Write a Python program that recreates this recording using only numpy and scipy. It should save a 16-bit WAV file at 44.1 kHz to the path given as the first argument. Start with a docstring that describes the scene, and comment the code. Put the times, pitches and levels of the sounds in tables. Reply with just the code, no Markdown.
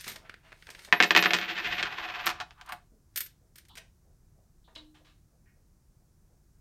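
"""A small quiet room, the microphone close to a palm in which a handful of coins slides and clinks.
At about 0.9 s two coins slip off and bounce on a painted wooden board: the wood knocks, the metal sings.
They roll over the grain in a quickening wobble until fingers stop them (2.3 s) and slide them off.
The pile clinks again as a coin is picked out (3.2 s). Faint scuffs and a few light bumps
further off follow, over the hum of the room and the hiss of the microphone."""
import sys
import numpy as np
from scipy import signal
from scipy.fft import rfft, irfft
from scipy.io import wavfile
from scipy.ndimage import uniform_filter1d, minimum_filter1d

SR = 44100
rng = np.random.default_rng(int(sys.argv[2]) if len(sys.argv) > 2 else 0)


def dump_mix(stems):
    """Bounce the given channels to the path in sys.argv[1] as a 16-bit WAV at rate SR."""
    frames = np.atleast_2d(stems).T  # one column per channel
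    limited = np.clip(frames, -1, 1)  # hard clip at full scale
    pcm = np.round(limited * 32767).astype(np.int16)
    wavfile.write(sys.argv[1], SR, pcm)


N = 291096
T = np.arange(12288) / SR  # time axis of one short sound
HZ = np.fft.rfftfreq(len(T), 1 / SR)  # its frequency axis

# the high note a free coin sings: f/Hz, level/dB relative to the knock, t60/s
FIRST = dict(hz=12484, db=-38, t60=.45)  # the first coin to fall
SECOND = dict(hz=13561, db=-30.5, t60=.52)  # the second coin, struck on its rim
SECOND_FLAT = dict(hz=13264, db=-24, t60=.5)  # the twin note of that coin
CAUGHT = dict(hz=12500, db=7, t60=.1)  # a coin stopped by the fingers
LOOSE = dict(hz=13290, db=1, t60=.14)  # a coin lying free on top of the pile
BOARD_BLOWS = [(0.9258, -10, 2880, None, FIRST), (1.0025, -10, 2840, None, FIRST),
               (1.0256, -15.5, 7000, 0.0092, SECOND), (1.1072, -13.5, 4140, None, SECOND),
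               (1.1502, -15.5, 3670, None, None), (1.163, -11, 4370, None, SECOND_FLAT),
               (1.175, -14.5, 5600, None, SECOND), (1.1914, -20, 4060, None, None),
               (1.2255, -20.5, 5700, None, None), (1.2387, -22, 6000, .0094, SECOND),
               (1.2582, -15.5, 2670, None, FIRST), (1.3071, -20.5, 3200, None, FIRST),
               (1.3346, -17.5, 7500, 0.0078, SECOND), (1.366, -29, 6080, None, None),
               (1.387, -27, 4670, None, None), (1.414, -31, 5000, None, None),
               (1.8277, -24.5, 5630, 0.0031, None), (2.2673, -21.5, 10000, .0062, None),
               (2.292, -28.5, 8360, 0.01, None), (2.402, -33, 7500, 0.008, None),
               (2.508, -48, 5910, None, None), (2.6125, -44.5, 12000, None, None),
               (2.7224, -34, 2920, None, None)]
COIN_KNOCKS = [(0.009, -46.5, 9700, LOOSE), (0.0421, -41.5, 5750, None), (0.0784, -35.5, 7000, LOOSE),
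               (.098, -42.5, 5930, None), (0.1174, -44, 7450, None), (.159, -41.5, 5460, None),
               (0.2954, -38.5, 1810, None), (0.341, -45, 1660, None), (0.52, -47.5, 1140, None),
               (.527, -45.5, 1170, None), (0.6238, -50, 2550, None), (0.6687, -46.5, 3500, None),
               (0.69, -43, 1220, None), (0.7027, -43.5, 6900, None), (0.7489, -44, 2880, None),
               (0.7916, -48, 4500, None), (0.848, -45.5, 6010, None), (.886, -51, 1390, None),
               (2.2594, -35, 18000, CAUGHT), (2.266, -51, 14000, None), (2.2873, -46, 12000, None),
               (2.409, -61, 14000, None), (2.661, -57, 9000, None), (2.691, -51.5, 9900, None),
               (2.7213, -44.5, 14000, None), (3.1596, -30.5, 15130, LOOSE), (3.1736, -28.5, 17000, LOOSE),
               (3.205, -30.5, 15160, LOOSE), (3.2612, -48, 12000, None), (3.557, -51.5, 12000, None),
               (3.5819, -50, 12350, None), (3.6513, -61, 7960, None), (3.684, -60, 11900, None),
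               (3.7539, -50, 7000, None), (3.7704, -50, 5970, None), (3.783, -49, 5460, None)]


def amp(db):
    """Decibels to gain."""
    return 10 ** (np.asarray(db) / 20)


def unit(x):
    """Scales to rms 1."""
    return x / np.sqrt(np.mean(x ** 2) + 1e-20)


def unit_attack(x):
    """Scales a blow so that its first 4 ms have rms 1."""
    return x / np.sqrt(np.mean(x[:176] ** 2) + 1e-20)


def at_hz(points, hz):
    """Reads a table on a log-frequency axis."""
    f, value = np.transpose(points)
    return np.interp(np.log(hz + 1), np.log(f + 1), value)


def add(mix, s, sound):
    """Adds a sound to the mix at s seconds."""
    part = mix[max(round(s * SR), 0):][:len(sound)]
    part += sound[:len(part)]


def shortest_pulse(db):
    """The minimum-phase pulse that has this spectrum."""
    log_gain = np.log(amp(np.maximum(db, db.max() - 100)))
    mirrored = np.concatenate([log_gain, log_gain[-2:0:-1]])
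    return np.fft.ifft(np.exp(np.conj(signal.hilbert(mirrored)))).real


def through(x, pulse):
    """Convolves, keeping the length."""
    return signal.oaconvolve(x, pulse)[:len(x)]


def excite(drive, pulse):
    """Drives a body whose pulse response is scaled to energy 1."""
    return through(drive, pulse / np.linalg.norm(pulse))


def ring(modes, t60):
    """Modes (f/Hz, level/dB) that start together and die at one rate."""
    return sum(amp(db - 60 * T / t60) * np.sin(2 * np.pi * hz * T) for hz, db in modes)


def lowpass(x, corner_hz):
    """Takes off the treble, as a longer, softer contact does."""
    return signal.lfilter(*signal.butter(2, np.clip(corner_hz, 10, .47 * SR), fs=SR), x)


def scatter(db, fade_s):
    """A click followed by dense, dying reflections within a body."""
    out = amp(db) * rng.standard_normal(len(T)) * np.exp(-T / fade_s) * (1 - np.exp(-T / .00029))
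    out[0] = 1
    return out


def gestures(rows):
    """Gain of movements that each build up to a peak and die away."""
    t = np.arange(N) / SR
    swells = (amp(db) * np.exp(-np.maximum((s - t) / rise, (t - s) / fall)) for s, db, rise, fall in rows)
    return np.sqrt(sum(swell ** 2 for swell in swells))


def background(floor_db=-62.5, rumble_hz=(30, 132)):
    """Room hum and microphone hiss, with a low rumble when the hands move."""
    # spectrum of the hum and hiss: f/Hz, relative level/dB
    floor_spectrum = [(15, -28), (25, 1), (149, -7.5), (293, -23), (326, -18), (516, -30.5), (560, -29.5),
                      (677, -30.5), (1560, -35.5), (1840, -38.5), (3160, -45), (5880, -35.5),
                      (16000, -42.5)]
    # hand movements: peak t/s, level/dB, rise/s, fall/s
    hand_moves = [(1.67, -50, 0.04, 0.18), (2.4, -57.5, 0.3, 0.043), (3.74, -59, .04, .06)]
    colour = amp(at_hz(floor_spectrum, np.fft.rfftfreq(N, 1 / SR)))
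    room_tone = unit(irfft(rfft(rng.standard_normal(N)) * colour, N))
    band = signal.butter(2, rumble_hz, "band", fs=SR, output="sos")
    rumble = unit(signal.sosfilt(band, rng.standard_normal(N)))
    return amp(floor_db) * room_tone + gestures(hand_moves) * rumble


def pile_pulse(modes_db=-19):
    """A coin held among others: a sharp click and short modes that shift with the grip."""
    # the bare click of coin on coin: f/Hz, relative level/dB
    click_spectrum = [(150, -29.5), (500, -23.5), (900, -14), (1600, 1.5), (3000, -1), (4500, -1.5),
                      (7500, -4), (9200, 1.5), (11500, -7), (13300, 8.5), (16000, -6.5)]
    # the damped pile: f/Hz, relative level/dB, t60/s, largest share by which the grip shifts f
    pile_modes = [(1500, -22, .018, 0.6), (2560, -17, 0.033, .09), (4000, -22, 0.033, 0.13),
                  (5320, -17.5, 0.034, 0.1), (7000, -18.5, .015, 0.048), (9200, -14.5, .025, .05),
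                  (12400, -13.5, .03, .012), (13250, -13.5, .045, .008), (13530, -16, .04, 0.0085)]
    click = shortest_pulse(at_hz(click_spectrum, HZ))
    hz, db, t60, max_shift = np.transpose(pile_modes)[:, :, None]
    gripped_hz = hz * (1 + max_shift * rng.uniform(-1, 1, hz.shape))
    modes = amp(db - 60 * T / t60) * np.sin(2 * np.pi * gripped_hz * T)
    return click / abs(click).max() + amp(modes_db) * modes.sum(0)


def shuffling(slips_per_s=3500, spread_db=1.5, corner_hz=7500, places=3):
    """Embossed faces catch and slip in many tiny clicks, at several places in the pile."""
    # coins sliding over each other: peak t/s, level/dB, rise/s, fall/s
    slides = [(.005, -47, 0.022, 0.016), (.087, -45, 0.046, 0.04), (.72, -61, 0.12, 0.15),
              (.85, -54, .05, 0.032), (3.18, -53, 0.012, 0.023), (3.212, -41, 0.0025, 0.0079),
              (3.58, -59.5, 0.0098, 0.022), (3.779, -44, 0.0068, 0.0072)]
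    size = amp(spread_db * np.minimum(rng.exponential(1, N), 4)) * np.sign(rng.standard_normal(N))
    slips = unit(size * (rng.random(N) < slips_per_s / SR)) * gestures(slides)
    place = rng.integers(0, places, N)
    return sum(excite(slips * (place == k), lowpass(pile_pulse(), corner_hz)) for k in range(places))


def clinks(free_fade_s=.0084, cushioned_fade_s=.0019, cushion_hz=4000, thud_hz=520, thud_db=-17):
    """Each knock sets the neighbouring coins chattering; a cushioned one also thuds in the palm."""
    out = np.zeros(N)
    for s, db, corner_hz, _ in COIN_KNOCKS:
        cushioned = 1 / (1 + (corner_hz / cushion_hz) ** 2)
        fade_s = free_fade_s + cushioned * (cushioned_fade_s - free_fade_s)  # skin stills the chatter
        spectrum = rfft(scatter(db=-5, fade_s=fade_s))
        # the many small contacts share out their energy fairly evenly over the modes
        chatter = irfft(spectrum / np.sqrt(abs(spectrum) + 1e-9)) * (T < .02)
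        thud = signal.lfilter(*signal.iirpeak(thud_hz, 1, SR), lowpass(chatter, 2 * thud_hz))
        metal = lowpass(through(chatter, pile_pulse()), corner_hz)
        add(out, s, amp(db) * (unit_attack(metal) + cushioned * amp(thud_db) * unit_attack(thud)))
    return out


def ringing(flutter_hz=22, flutter_depth=.35, spin_hz=9, edge_on=.26, rise_s=.005):
    """A knocked coin that is free to ring sings one high note, which flutters as its faces tumble."""
    out, t = np.zeros(N), np.arange(SR // 2) / SR
    for s, knock_db, *_, note in BOARD_BLOWS + COIN_KNOCKS:
        if note is not None:
            flutter = 1 + flutter_depth * unit(lowpass(rng.standard_normal(len(t)), flutter_hz))
            facing = edge_on + abs(np.cos(2 * np.pi * spin_hz * t))  # loud face on, faint edge on
            envelope = amp(knock_db + note["db"] - 60 * t / note["t60"]) * (1 - np.exp(-t / rise_s))
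            tone = np.sin(2 * np.pi * (note["hz"] * t + rng.random()))
            add(out, s, envelope * flutter * facing * tone)
    return out


def strokes(rows, rise_share=.25):
    """Brief bands of friction noise; the slower ones also start more softly."""
    out = np.zeros(N)
    for s, db, fade, hz, octaves in rows:
        band = 1 / (1 + (np.log2((HZ + 1) / hz) / octaves) ** 4)
        friction = unit(irfft(rfft(rng.standard_normal(len(T))) * band))
        envelope = (1 - np.exp(-T / (rise_share * fade))) * np.exp(-T / fade)
        add(out, s, amp(db) * envelope / envelope.max() * friction)
    return out


def handling(ring_db=-14, hum_s=4.765, hum_hz=306, hum_db=-56, hum_t60=.86):
    """Soft rubs close by, then bumps further off that ring a little; the firmest leaves a low note."""
    # skin rubbing on metal: t/s, level/dB, fade/s, centre f/Hz, half width/octaves
    rubs = [(.065, -43, 0.013, 520, 2.5), (.155, -51, 0.0083, 500, 1.4), (.212, -63, 0.046, 650, 1.1),
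            (.247, -57, 0.019, 1670, .9), (.43, -62.5, .07, 1300, 1.4), (.67, -58.5, 0.033, 520, 1.5),
            (.77, -61, 0.037, 520, 2), (.875, -54.5, .012, 700, 1.2), (2.918, -61, 0.015, 330, 0.57),
            (3.692, -59, .022, 3596, .3), (3.696, -63, 0.026, 984, 0.42), (3.774, -46, 0.0055, 2074, 0.47),
            (3.772, -55.5, 0.007, 650, 0.85)]
    # light bumps of something being handled: columns as for the rubs
    light_bumps = [(4.64, -70.5, .028, 3700, 0.29), (4.677, -61, .013, 787, 1.3),
                   (4.751, -51.5, 0.0073, 3580, 0.92), (4.759, -42.5, 0.0044, 3480, 0.4),
                   (4.758, -54.5, 0.0099, 886, 1.8), (4.943, -62.5, 0.022, 1700, 1.4),
                   (5.044, -64, 0.037, 2190, 1.2), (5.455, -72.5, .04, 1860, 0.47)]
    # modes of the bumped thing: f/Hz, relative level/dB
    bump_modes = [(1222, -80), (1685, -89), (1906, -84), (2239, -89), (3273, -98), (3445, -95), (3618, -90),
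                  (4081, -85), (4183, -87), (4350, -88)]
    bumps = strokes(light_bumps)
    out = strokes(rubs) + bumps + amp(ring_db) * excite(bumps, ring(bump_modes, t60=.066))
    t = np.arange(SR) / SR
    add(out, hum_s, amp(hum_db - 60 * t / hum_t60) * np.sin(2 * np.pi * hum_hz * t))
    return out


def board_pulse(modes_db=-33, lag_s=.00042, lowest_hz=135):
    """The wood's answer to one tap: a knock carried by bending waves, and ringing modes."""
    # the wood's knock under a hard tap: f/Hz, relative level/dB
    knock_spectrum = [(100, -24.5), (175, -11.5), (250, -2.5), (335, -7.5), (520, -12), (720, -9),
                      (950, -6.5), (1700, 4), (2600, 2.5), (3600, -1.5), (4800, -5.5), (7000, -11.5),
                      (10000, -22.5), (12000, -25), (14500, -16.5), (16000, -15)]
    # the board's modes: f/Hz, relative level/dB (its spread is halved below)
    board_modes = [(183.0, -59.5), (328.4, -44.5), (398.4, -62), (570.6, -59), (716.0, -39), (839.8, -49.5),
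                   (963.6, -54), (1233, -50), (1287, -55.5), (1378, -54), (1497, -50), (1631, -48),
                   (1814, -35), (1976, -41), (2164, -57.5), (2492, -43.5), (2579, -45.5), (3031, -45),
                   (3203, -45), (3435, -58)]
    # how long the wood rings: f/Hz, t60/s
    board_decay = [(200, .15), (700, .09), (3000, .05)]
    delay = lag_s * np.sqrt(2000 / (HZ + 1))  # bending waves are slower in the bass
    tap = shortest_pulse(at_hz(knock_spectrum, HZ))
    knock = irfft(rfft(tap) * np.exp(-2j * np.pi * HZ * delay)) * (T < .1)
    hz, db = np.transpose(board_modes)[:, :, None]
    strength_db = .5 * (db - db.max()) - 60 * T / at_hz(board_decay, hz)
    modes = (amp(strength_db) * np.cos(2 * np.pi * hz * T)).sum(0) * (1 - np.exp(-T / .0021))
    wood = knock / np.linalg.norm(knock) + amp(modes_db) * modes
    return signal.sosfilt(signal.butter(4, lowest_hz, "high", fs=SR, output="sos"), wood)


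def rebounds(gap, count=3, shrink=.8, loss_db=3.5):
    """A blow and any rebounds, each weaker and sooner than the last: delay/s, loss/dB."""
    if gap is None:
        return [(.00018, .0017)]
    return [(gap * sum(shrink ** j for j in range(k)), loss_db * k) for k in range(count)]


def bounces(wood):
    """Each blow lands on another spot, so its waves return from the board's edges differently."""
    out = np.zeros(N)
    for s, db, corner_hz, gap, _ in BOARD_BLOWS:
        for delay, loss_db in rebounds(gap):
            waves = through(scatter(db=-23, fade_s=.0089), wood)
            add(out, s + delay, amp(db - loss_db) * unit_attack(lowpass(waves, corner_hz)))
    return out


def grain(ticks_per_s=420, spread_db=4, grit=.8, ridge_db=1.26, ridge_hz=70):
    """A rim ticking over the grain of the wood and the ridges in the paint."""
    tick_rate = ticks_per_s * np.exp(.5 * unit(uniform_filter1d(rng.standard_normal(N), 90)))
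    strength = amp(spread_db * rng.uniform(-1, 1, N))
    ticks = np.diff(np.floor(np.cumsum(tick_rate) / SR), prepend=0) * strength
    ridges = amp(ridge_db * unit(lowpass(rng.standard_normal(N), ridge_hz)))
    return unit(ridges * (unit(ticks - ticks.mean()) + grit * rng.standard_normal(N)))


def rolling(wood, light_hz=3200, firm_hz=4200, rasp_hz=2600, rasp=.8, sing_db=-32):
    """The rolling rim is harder and brighter once in every wobble, and keeps the coins singing."""
    # force of the rim between wobbles: t/s, level/dB
    rim_force = [(.98, -76), (1.03, -71), (1.25, -36.5), (1.38, -43), (1.5, -39), (1.58, -41.5),
                 (1.67, -37), (1.8, -40), (1.9, -46.5), (2.05, -45), (2.25, -46), (2.36, -52.5),
                 (2.5, -100)]
    # notes of the two coins: f/Hz, relative level/dB
    coin_notes = [(12484, -2.5), (13264, -4.5), (13561, -2.5)]
    force = amp(np.interp(np.arange(N) / SR, *np.transpose(rim_force))) * wobble()
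    drive = grain() * force
    light, firm = lowpass(wood, light_hz), lowpass(wood, firm_hz)
    firm = firm + rasp * signal.lfilter(*signal.iirpeak(rasp_hz, 2, SR), firm)  # a pressed rim rasps
    firmness = force / force.max()
    body = (1 - firmness) * excite(drive, light) + firmness * excite(drive, firm)
    return body + amp(sing_db) * excite(drive, ring(coin_notes, t60=.26))


def wobble(turns=14, from_s=1.427, turn_s=.0795, step_s=.0027, swell_db=9.5, width_s=.0105):
    """The rim bears down once in every turn, and the turns quicken as the coin leans over."""
    t, k = np.arange(N) / SR, np.arange(turns)
    peaks = from_s + turn_s * k - step_s * k * (k - 1) / 2
    swells = sum(np.exp(-.5 * ((t - s) / width_s) ** 2) for s in peaks)
    return np.sqrt(1 + amp(swell_db) ** 2 * swells)


def pressed(x, weight, body_hz=(600, 1500)):
    """Adds the woody body that comes with the weight of the fingers."""
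    return x + weight * signal.lfilter(*signal.butter(2, body_hz, "band", fs=SR), x)


def damped(x, touching, below_hz=330):
    """A hand resting on the board takes away part of its bass."""
    return x - touching * signal.lfilter(*signal.butter(1, below_hz, fs=SR), x)


def dragging(corner_hz=2800, weight_db=4):
    """A coin pressed flat scrapes over the grain with a dull, woody sound."""
    # fingers drawing a coin over the board: peak t/s, level/dB, rise/s, fall/s
    drags = [(2.305, -42, 0.014, 0.0089), (2.364, -50, 0.009, .008), (2.412, -38.5, 0.014, 0.0097),
             (2.61, -57, 0.033, 0.021), (2.70, -42.5, 0.019, 0.028), (2.728, -44, 0.005, 0.0048)]
    dull_wood = lowpass(board_pulse(modes_db=-39.5), corner_hz)
    return excite(grain() * gestures(drags), pressed(dull_wood, amp(weight_db)))


def scuffs(rise_s=.025, fall_s=.05, band_hz=(420, 740)):
    """Short swells of dull noise in the background, all of one shape."""
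    # faint scuffs: peak t/s, level/dB
    scuff_peaks = [(3.44, -72.5), (4.08, -71), (4.39, -69.5), (5.02, -66.5), (5.35, -73.5), (5.57, -76.5),
                   (6.02, -78.5), (6.32, -72.5)]
    envelope = gestures([(s, db, rise_s, fall_s) for s, db in scuff_peaks])
    band = signal.butter(3, band_hz, "band", fs=SR, output="sos")
    return envelope * unit(signal.sosfilt(band, rng.standard_normal(N)))


def room(x, build_s=.0089):
    """The walls of a small room return dense echoes, each band dying at its own speed."""
    # reverberation time: f/Hz, t60/s
    room_decay = [(150, 0.39), (400, 0.33), (1500, 0.21), (4000, 0.26), (8000, .2), (15000, 0.11)]
    hz, t, bands = signal.stft(rng.standard_normal(SR // 2), SR, nperseg=256)
    decay = amp(-60 * t / at_hz(room_decay, hz)[:, None])
    tail = signal.istft(bands * decay, SR, nperseg=256)[1]
    tail *= 1 - np.exp(-(np.arange(len(tail)) / SR / build_s) ** 2)
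    return excite(x, tail)


def scene(touch_s=1.85, touch_db=-1):
    """Palm, board and handling at one close microphone; fingers rest on the board from touch_s on."""
    wood = board_pulse()
    touching = np.arange(N) / SR > touch_s
    board = bounces(wood) + rolling(wood) + dragging()
    board = damped(pressed(board, amp(touch_db) * touching), touching)
    palm = clinks() + shuffling()
    fingers = handling()
    echoes = room(amp(-15.5) * board + amp(-12) * palm + amp(-4) * fingers)
    return (board + palm + fingers + ringing() + scuffs() + echoes + background())[None]


def record(dry, edge_hz=16150):
    """A quick limiter holds the peaks at full scale; then the treble is cut above edge_hz."""
    needed_gain = 1 / np.maximum(abs(dry), 1)
    smooth_gain = uniform_filter1d(minimum_filter1d(needed_gain, size=89), size=89)  # 2 ms windows
    band_limit = signal.firwin(301, edge_hz, window=("kaiser", 9), fs=SR)
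    return signal.oaconvolve(dry * smooth_gain, band_limit[None], "same")


dry = scene()
out = record(dry)
dump_mix(out)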